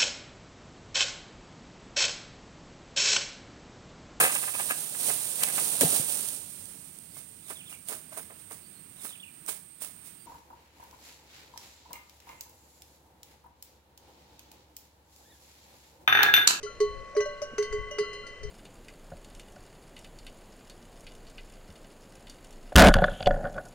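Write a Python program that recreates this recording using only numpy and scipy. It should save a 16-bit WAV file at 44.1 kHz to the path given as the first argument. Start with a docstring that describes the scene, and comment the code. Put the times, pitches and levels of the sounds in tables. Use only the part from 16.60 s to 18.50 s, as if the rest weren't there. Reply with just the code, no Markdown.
"""On an open hillside, two sheet-metal sheep bells clank as the animals tug at the grass.
Each hit of a clapper gives a short hollow note from the air in the bell's mouth, long beating
tones from its metal wall and a bright clank. Behind them far bells ping, hooves thud,
torn grass crackles faintly and a light wind touches the microphone."""
import sys
import numpy as np
from scipy import signal
from scipy.fft import rfft, irfft, next_fast_len
from scipy.io import wavfile

SR = 44100
rng = np.random.default_rng(int(sys.argv[2]) if len(sys.argv) > 2 else 0)


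def dump(signal):
    """Clip the signal to [-1, 1] and save it as 16-bit WAV at the path in sys.argv[1]."""
    limited = np.clip(np.atleast_2d(signal).T, -1, 1)
    pcm = np.round(limited * 32767).astype(np.int16)
    wavfile.write(sys.argv[1], SR, pcm)


N = 83790
TIME = np.arange(N) / SR
FFT_SIZE = next_fast_len(N + SR // 2)
FREQS = np.maximum(np.arange(FFT_SIZE // 2 + 1) * SR / FFT_SIZE, 1)


def from_db(db):
    """Turn decibels into a gain."""
    return 10 ** (np.asarray(db) / 20)


def unit_rms(x):
    """Scale a signal to an average (rms) level of 1."""
    return x / np.sqrt(np.mean(x ** 2) + 1e-20)


def at_hz(table, hz, column=1):
    """Read between the rows of a table, on a log-frequency scale."""
    table = np.array(table, float)
    return np.interp(np.log(hz), np.log(table[:, 0]), table[:, column])


def filtered(x, gain):
    """Give each frequency its own gain."""
    return irfft(rfft(x, FFT_SIZE) * gain, FFT_SIZE)[..., :N]


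def noise(spectrum, channels=1):
    """Noise with the given spectrum, at an rms level of 1."""
    white = rng.standard_normal((channels, N))
    return unit_rms(filtered(white, from_db(at_hz(spectrum, FREQS))))


def clicks(times, sizes):
    """One click for each hit."""
    out = np.zeros(N)
    np.add.at(out, np.clip(np.round(times * SR).astype(int), 0, N - 1), sizes)
    return out + 1e-18


def fading(times, db, ring_s):
    """Level of a vibration that gains energy at each hit and falls 60 dB in ring_s."""
    energy_kept = from_db(-60 / (ring_s * SR)) ** 2
    return np.sqrt(signal.lfilter([1], [1, -energy_kept], clicks(times, from_db(db) ** 2)))


def smoothed(x, rise_s):
    """Round off sudden jumps."""
    kept = np.exp(-1 / (rise_s * SR))
    return signal.lfilter([1 - kept], [1, -kept], x)


def sine(hz):
    """A pure tone of steady or moving pitch, at a random phase."""
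    return np.sin(2 * np.pi * (np.cumsum(hz * np.ones(N)) / SR + rng.random()))


def ring(x, hz, ring_s):
    """Each click starts a tone that falls 60 dB in ring_s."""
    kept = np.exp(-np.log(1000) / (ring_s * SR))
    step = 2 * np.pi * hz / SR
    return signal.lfilter([0, np.sin(step)], [1, -2 * kept * np.cos(step), kept * kept], x)


def swell(time, length, db):
    """A smooth hump of level, centred on the given time."""
    return from_db(db) * np.exp(-2 * ((TIME - time) / (.5 * length)) ** 2)


def waver(rate_hz):
    """A slow random wobble, roughly between -1 and 1."""
    points = rng.standard_normal(64)
    return np.interp(TIME * rate_hz, np.arange(len(points)), points)


# the hush of the hillside: (frequency [Hz], relative level [dB])
AIR_SPECTRUM = [(25, 3.5), (280, -15), (540, -3), (800, -21.5), (1400, -16.5), (2600, -21), (3500, -31),
                (6000, -27.5), (10000, -42.5), (15500, -57)]

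def air():
    """Still air and the distant flock blend into a hush, most alike in both ears near 300 Hz."""
    alike = at_hz([(50, 0.53), (300, 0.95), (5000, 0.12)], FREQS)
    mid, side = noise(AIR_SPECTRUM, channels=2)
    shared = filtered(mid, np.sqrt(1 + alike))
    opposite = filtered(side, np.sqrt(1 - alike)) * np.array([[1], [-1]])
    return from_db(-52.5) * (shared + opposite)


# tearing grass: (frequency [Hz], relative level [dB])
GRASS_SPECTRUM = [(2500, -8.5), (6000, -10.5), (15500, -35.5)]

def grass(snaps_per_s=110):
    """Blades of grass tear with tiny snaps at random moments."""
    snaps = (rng.random(N) < snaps_per_s / SR) * rng.standard_normal((2, N))
    return from_db(-70.5) * unit_rms(filtered(snaps, from_db(at_hz(GRASS_SPECTRUM, FREQS))))


# puffs of wind: (time [s], length [s], level on the left [dB])
WIND_GUSTS = [(.36, 0.31, -40), (1.18, 0.23, -36), (1.865, 0.14, -33.5)]
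# their rumble: (frequency [Hz], relative level [dB])
WIND_SPECTRUM = [(35, -2), (120, -14.5), (2500, -92)]

def wind():
    """Gusts rumble on the microphone, mostly on the left."""
    level = sum(swell(*gust) for gust in WIND_GUSTS)
    return level * noise(WIND_SPECTRUM, channels=2) * from_db([[0], [-19]])


# pings of far bells: (time [s], pitch [Hz], relative level [dB])
FAR_PINGS = [(0.064, 1378, -41), (0.349, 538.6, -47.5), (1.432, 1362, -46), (1.636, 1390, -47.5)]

def far_bells(ring_cycles=330):
    """Soft short notes far to the left, their clank lost on the way."""
    notes = 0
    for time, hz, db in FAR_PINGS:
        level = fading(np.array([time]), [db], ring_cycles / hz)
        notes = notes + smoothed(level, rise_s=0.0014) * sine(hz)
    return np.array([[2.42], [-0.082]]) * notes  # left and right gains


# hoof steps: (time [s], length [s], centre frequency [Hz], level [dB])
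HOOF_STEPS = [(0.934, 0.029, 278, -47), (1.416, 0.025, 216, -43)]

def hooves(half_width_octaves=0.68):
    """Each hoof lands on turf with a short, dull burst of noise."""
    out = 0
    for time, length, hz, db in HOOF_STEPS:
        band = np.exp(-.5 * (np.log2(FREQS / hz) / half_width_octaves) ** 2)
        thud = unit_rms(filtered(rng.standard_normal(N), band))
        out = out + swell(time, length, db) * thud
    return out


# the clapper's contact: (frequency [Hz], relative level [dB])
KNOCK_SPECTRUM = [(300, -22), (1400, 4), (2200, 0), (3500, -14.5), (6000, -10), (15500, -59.5)]

def knock(times, db):
    """The clapper meets the metal with a very short burst of noise."""
    level = smoothed(fading(times, db, ring_s=0.047), rise_s=0.00019)
    return level * noise(KNOCK_SPECTRUM)


def clank(times, db, spectrum, count=110, scatter_db=5, build_s=0.0015):
    """The metal's many high tones, each struck with a new strength at every hit."""
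    pitches = 3400 + 12000 * (np.arange(count) + rng.random(count)) / count
    gains = from_db(at_hz(spectrum, pitches))
    gains = gains / np.sqrt(np.sum(gains ** 2) / 2)
    ears = 1 + 0.97 * rng.standard_normal((count, 2, 1))  # each tone differs between the ears
    chance = rng.standard_normal((len(times), 3, count))
    out = 0
    for k, hz in enumerate(pitches):
        strength, direction, lag = chance[:, :, k].T
        force = from_db(db + scatter_db * strength) * np.sign(direction)
        hits = clicks(times + build_s * np.abs(lag), force)
        ring_s = 0.14 * (6000 / hz) ** 0.41  # higher tones die sooner
        out = out + gains[k] * ears[k] * ring(hits, hz, ring_s)
    return from_db(-3.5) * out


def scattered(sound, fade_s=0.75):
    """Scattered sound comes back as a faint wash of echoes."""
    echoes = rng.standard_normal((2, N)) * from_db(-60 * TIME / fade_s)
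    return from_db(-16) * filtered(sound, rfft(unit_rms(echoes) / np.sqrt(N), FFT_SIZE))


def hollow_note(times, db, tail_db, hz, swell_s, tail_s, lift_hz):
    """The air in the bell's mouth swells after each hit, sags in pitch and dies into a tail."""
    age = np.maximum(TIME - times[:, None], 0)
    rise = age / swell_s
    curve = 1.11  # above 1, the note falls faster than an exponential
    body = rise * np.exp((1 - rise ** curve) / curve)
    # the tail is weak if the clapper stays on the wall
    tail = from_db(tail_db[:, None] - 60 * age / tail_s) * (1 - np.exp(-rise))
    power = (from_db(db)[:, None] * (body + tail)) ** 2
    freshness = (power * np.exp(-age / 0.0604)).sum(0) / (power.sum(0) + 1e-20)
    return np.sqrt(power.sum(0)) * sine(hz + lift_hz * freshness)


def wall_ring(times, low_db, high_db, tones, hum=None, late_after_s=0.94):
    """The wall's long tones waver as the bell swings; close pitches beat against each other."""
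    out = 0
    for k, (hz, db, ring_s, late_db) in enumerate(tones):
        hit_db = (high_db if hz > 2500 else low_db) + 2.9 * rng.standard_normal(len(times))
        sway_db = 3 * waver(rate_hz=6.13)
        if hum and k == 0:  # the hum has its own hit strengths and sway
            hit_db, sway_db = hum
        level = fading(times, hit_db + db + (times > late_after_s) * late_db, ring_s)
        pitch = hz * (1 + 0.001223 * waver(rate_hz=9))  # makes the beats uneven
        out = out + smoothed(level, rise_s=0.001) * from_db(sway_db) * sine(pitch)
    return out


def bell(hits, mouth, wall_tones, clank_spectrum, position, hum_sway=None):
    """The clapper sets air and metal ringing, and the sound reaches each ear differently."""
    times, hollow_db, tail_db, low_db, high_db, clank_db, knock_db = np.transpose(hits)
    bright = knock(times, knock_db) + clank(times, clank_db, clank_spectrum)
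    echoes = scattered(bright)
    hollow = hollow_note(times, hollow_db, tail_db, **mouth)
    hum = (hollow_db, np.interp(TIME, *np.transpose(hum_sway))) if hum_sway else None
    wall = wall_ring(times, low_db, high_db, wall_tones, hum)
    half_each = np.array([[.5], [-.5]])
    ear_gain = from_db(half_each * at_hz(position, FREQS))
    ear_phase = np.exp(1j * half_each * at_hz(position, FREQS, column=2))
    return filtered(hollow + wall + bright + echoes, ear_gain * ear_phase)


# clapper hits and how strongly they start each part: (time [s], hollow note [dB],
# tail compared with that note [dB], low wall tones [dB], high wall tones [dB], clank [dB], knock [dB])
SMALL_HITS = [(0.550, -33.5, -3.5, -59.5, -62.5, -59, -45), (0.604, -36.5, -9, -53, -49.5, -44.5, -34),
              (0.656, -32.5, 0, -74, -61.5, -51, -48), (0.8175, -27, -14, -45, -55, -42, -40.5),
              (1.310, -38, -5, -59, -56, -50, -51.5)]
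# tones of the wall: (pitch [Hz], relative level [dB], ring time [s], change for late hits [dB])
SMALL_TONES = [(1549, 4, 1.85, -2), (2882, -1, 1.46, 8), (2907, 3.5, 0.73, -1), (5840, 3.5, 0.23, 0)]
# colour of the clank: (frequency [Hz], relative level [dB])
SMALL_CLANK_SPECTRUM = [(3400, -26), (5200, -7.5), (6100, 0), (7500, -17.5), (15500, -36.5)]
# where the bell is heard: (frequency [Hz], left minus right [dB], left ahead by [radians])
SMALL_POSITION = [(597, 0, 0.73), (2960, -2, 1.84), (6170, 10, 2.3), (9800, -11.5, 2.9)]

def small_bell():
    """The smaller bell holds less air, so its hollow note is higher."""
    mouth = dict(hz=579.5, swell_s=0.008, tail_s=0.6, lift_hz=12.1)
    return bell(SMALL_HITS, mouth, SMALL_TONES, SMALL_CLANK_SPECTRUM, SMALL_POSITION)


# clapper hits and how strongly they start each part: (time [s], hollow note and hum [dB],
# tail compared with that note [dB], low wall tones [dB], high wall tones [dB], clank [dB], knock [dB])
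LARGE_HITS = [(0.030, -31.5, -16, -48, -41.5, -45, -60), (0.2025, -17.5, -7, -40.5, -39, -40, -43),
              (0.5655, -17, -13.5, -35, -42, -44.5, -38.5), (0.9815, -19.5, -27, -37.5, -45, -41.5, -34.5),
              (1.025, -55, -17, -44.5, -43.5, -41.5, -42), (1.1255, -28.5, -10, -38, -47, -47.5, -42),
              (1.3845, -21.5, -15.5, -39, -42.5, -38.5, -34.5), (1.530, -42.5, 4, -46.5, -43, -50.5, -48.5),
              (1.666, -52, -19, -49, -50, -50, -65), (1.831, -39.5, -1, -56.5, -52, -51, -55)]
# wall tones, hum first: (pitch [Hz], relative level [dB], ring time [s], change for late hits [dB])
LARGE_TONES = [(1112.4, -21, 2.11, -0.5), (424.5, -14, 3.86, 6), (1480, -20, 2, -0.5), (1990, -6, .8, -7),
               (2005.5, 0, 1.1, 1), (2034, -14, 1.5, 7), (3047, -9, .7, -8), (3073, -17, 1.5, 8),
               (4124, -11, .9, -5), (4146, -21, 1.3, 9), (2768, -19, 1.2, 4.5), (6220, -8.5, 0.43, -4)]
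# colour of the clank: (frequency [Hz], relative level [dB])
LARGE_CLANK_SPECTRUM = [(3400, -19.5), (4500, -1), (5300, -8.5), (6200, 1), (7500, -14.5), (9800, -19.5),
                        (15500, -48)]
# where the bell is heard: (frequency [Hz], left minus right [dB], left ahead by [radians])
LARGE_POSITION = [(427, -1.5, 0.39), (1130, 2.5, 0.77), (2070, 4, 0.52), (3000, 0.5, 1.3), (4330, 8, 0.81),
                  (6330, 3.5, 2.48), (8350, -14, 2.9), (15000, -9, 1.7)]
# the hum's rise and fall: (time [s], level change [dB])
LARGE_HUM_SWAY = [(.29, 2.5), (.38, -1), (.52, 2), (.75, -2), (1.04, -2), (1.23, 5), (1.36, 0.5),
                  (1.46, 1.5), (1.78, -4.5)]

def large_bell():
    """The larger bell is lower and louder, and its wall keeps humming between hits."""
    mouth = dict(hz=413.5, swell_s=0.016, tail_s=0.39, lift_hz=6.93)
    return bell(LARGE_HITS, mouth, LARGE_TONES, LARGE_CLANK_SPECTRUM, LARGE_POSITION, LARGE_HUM_SWAY)


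def scene():
    """Two near bells over the quiet sounds of the hillside."""
    return large_bell() + small_bell() + far_bells() + hooves() + air() + grass() + wind()


def record(dry):
    """Cut the highest treble steeply."""
    cutoff_hz = 15900
    return signal.sosfilt(signal.ellip(10, .1, 80, cutoff_hz, fs=SR, output="sos"), dry)


dry = scene()
out = record(dry)
dump(out)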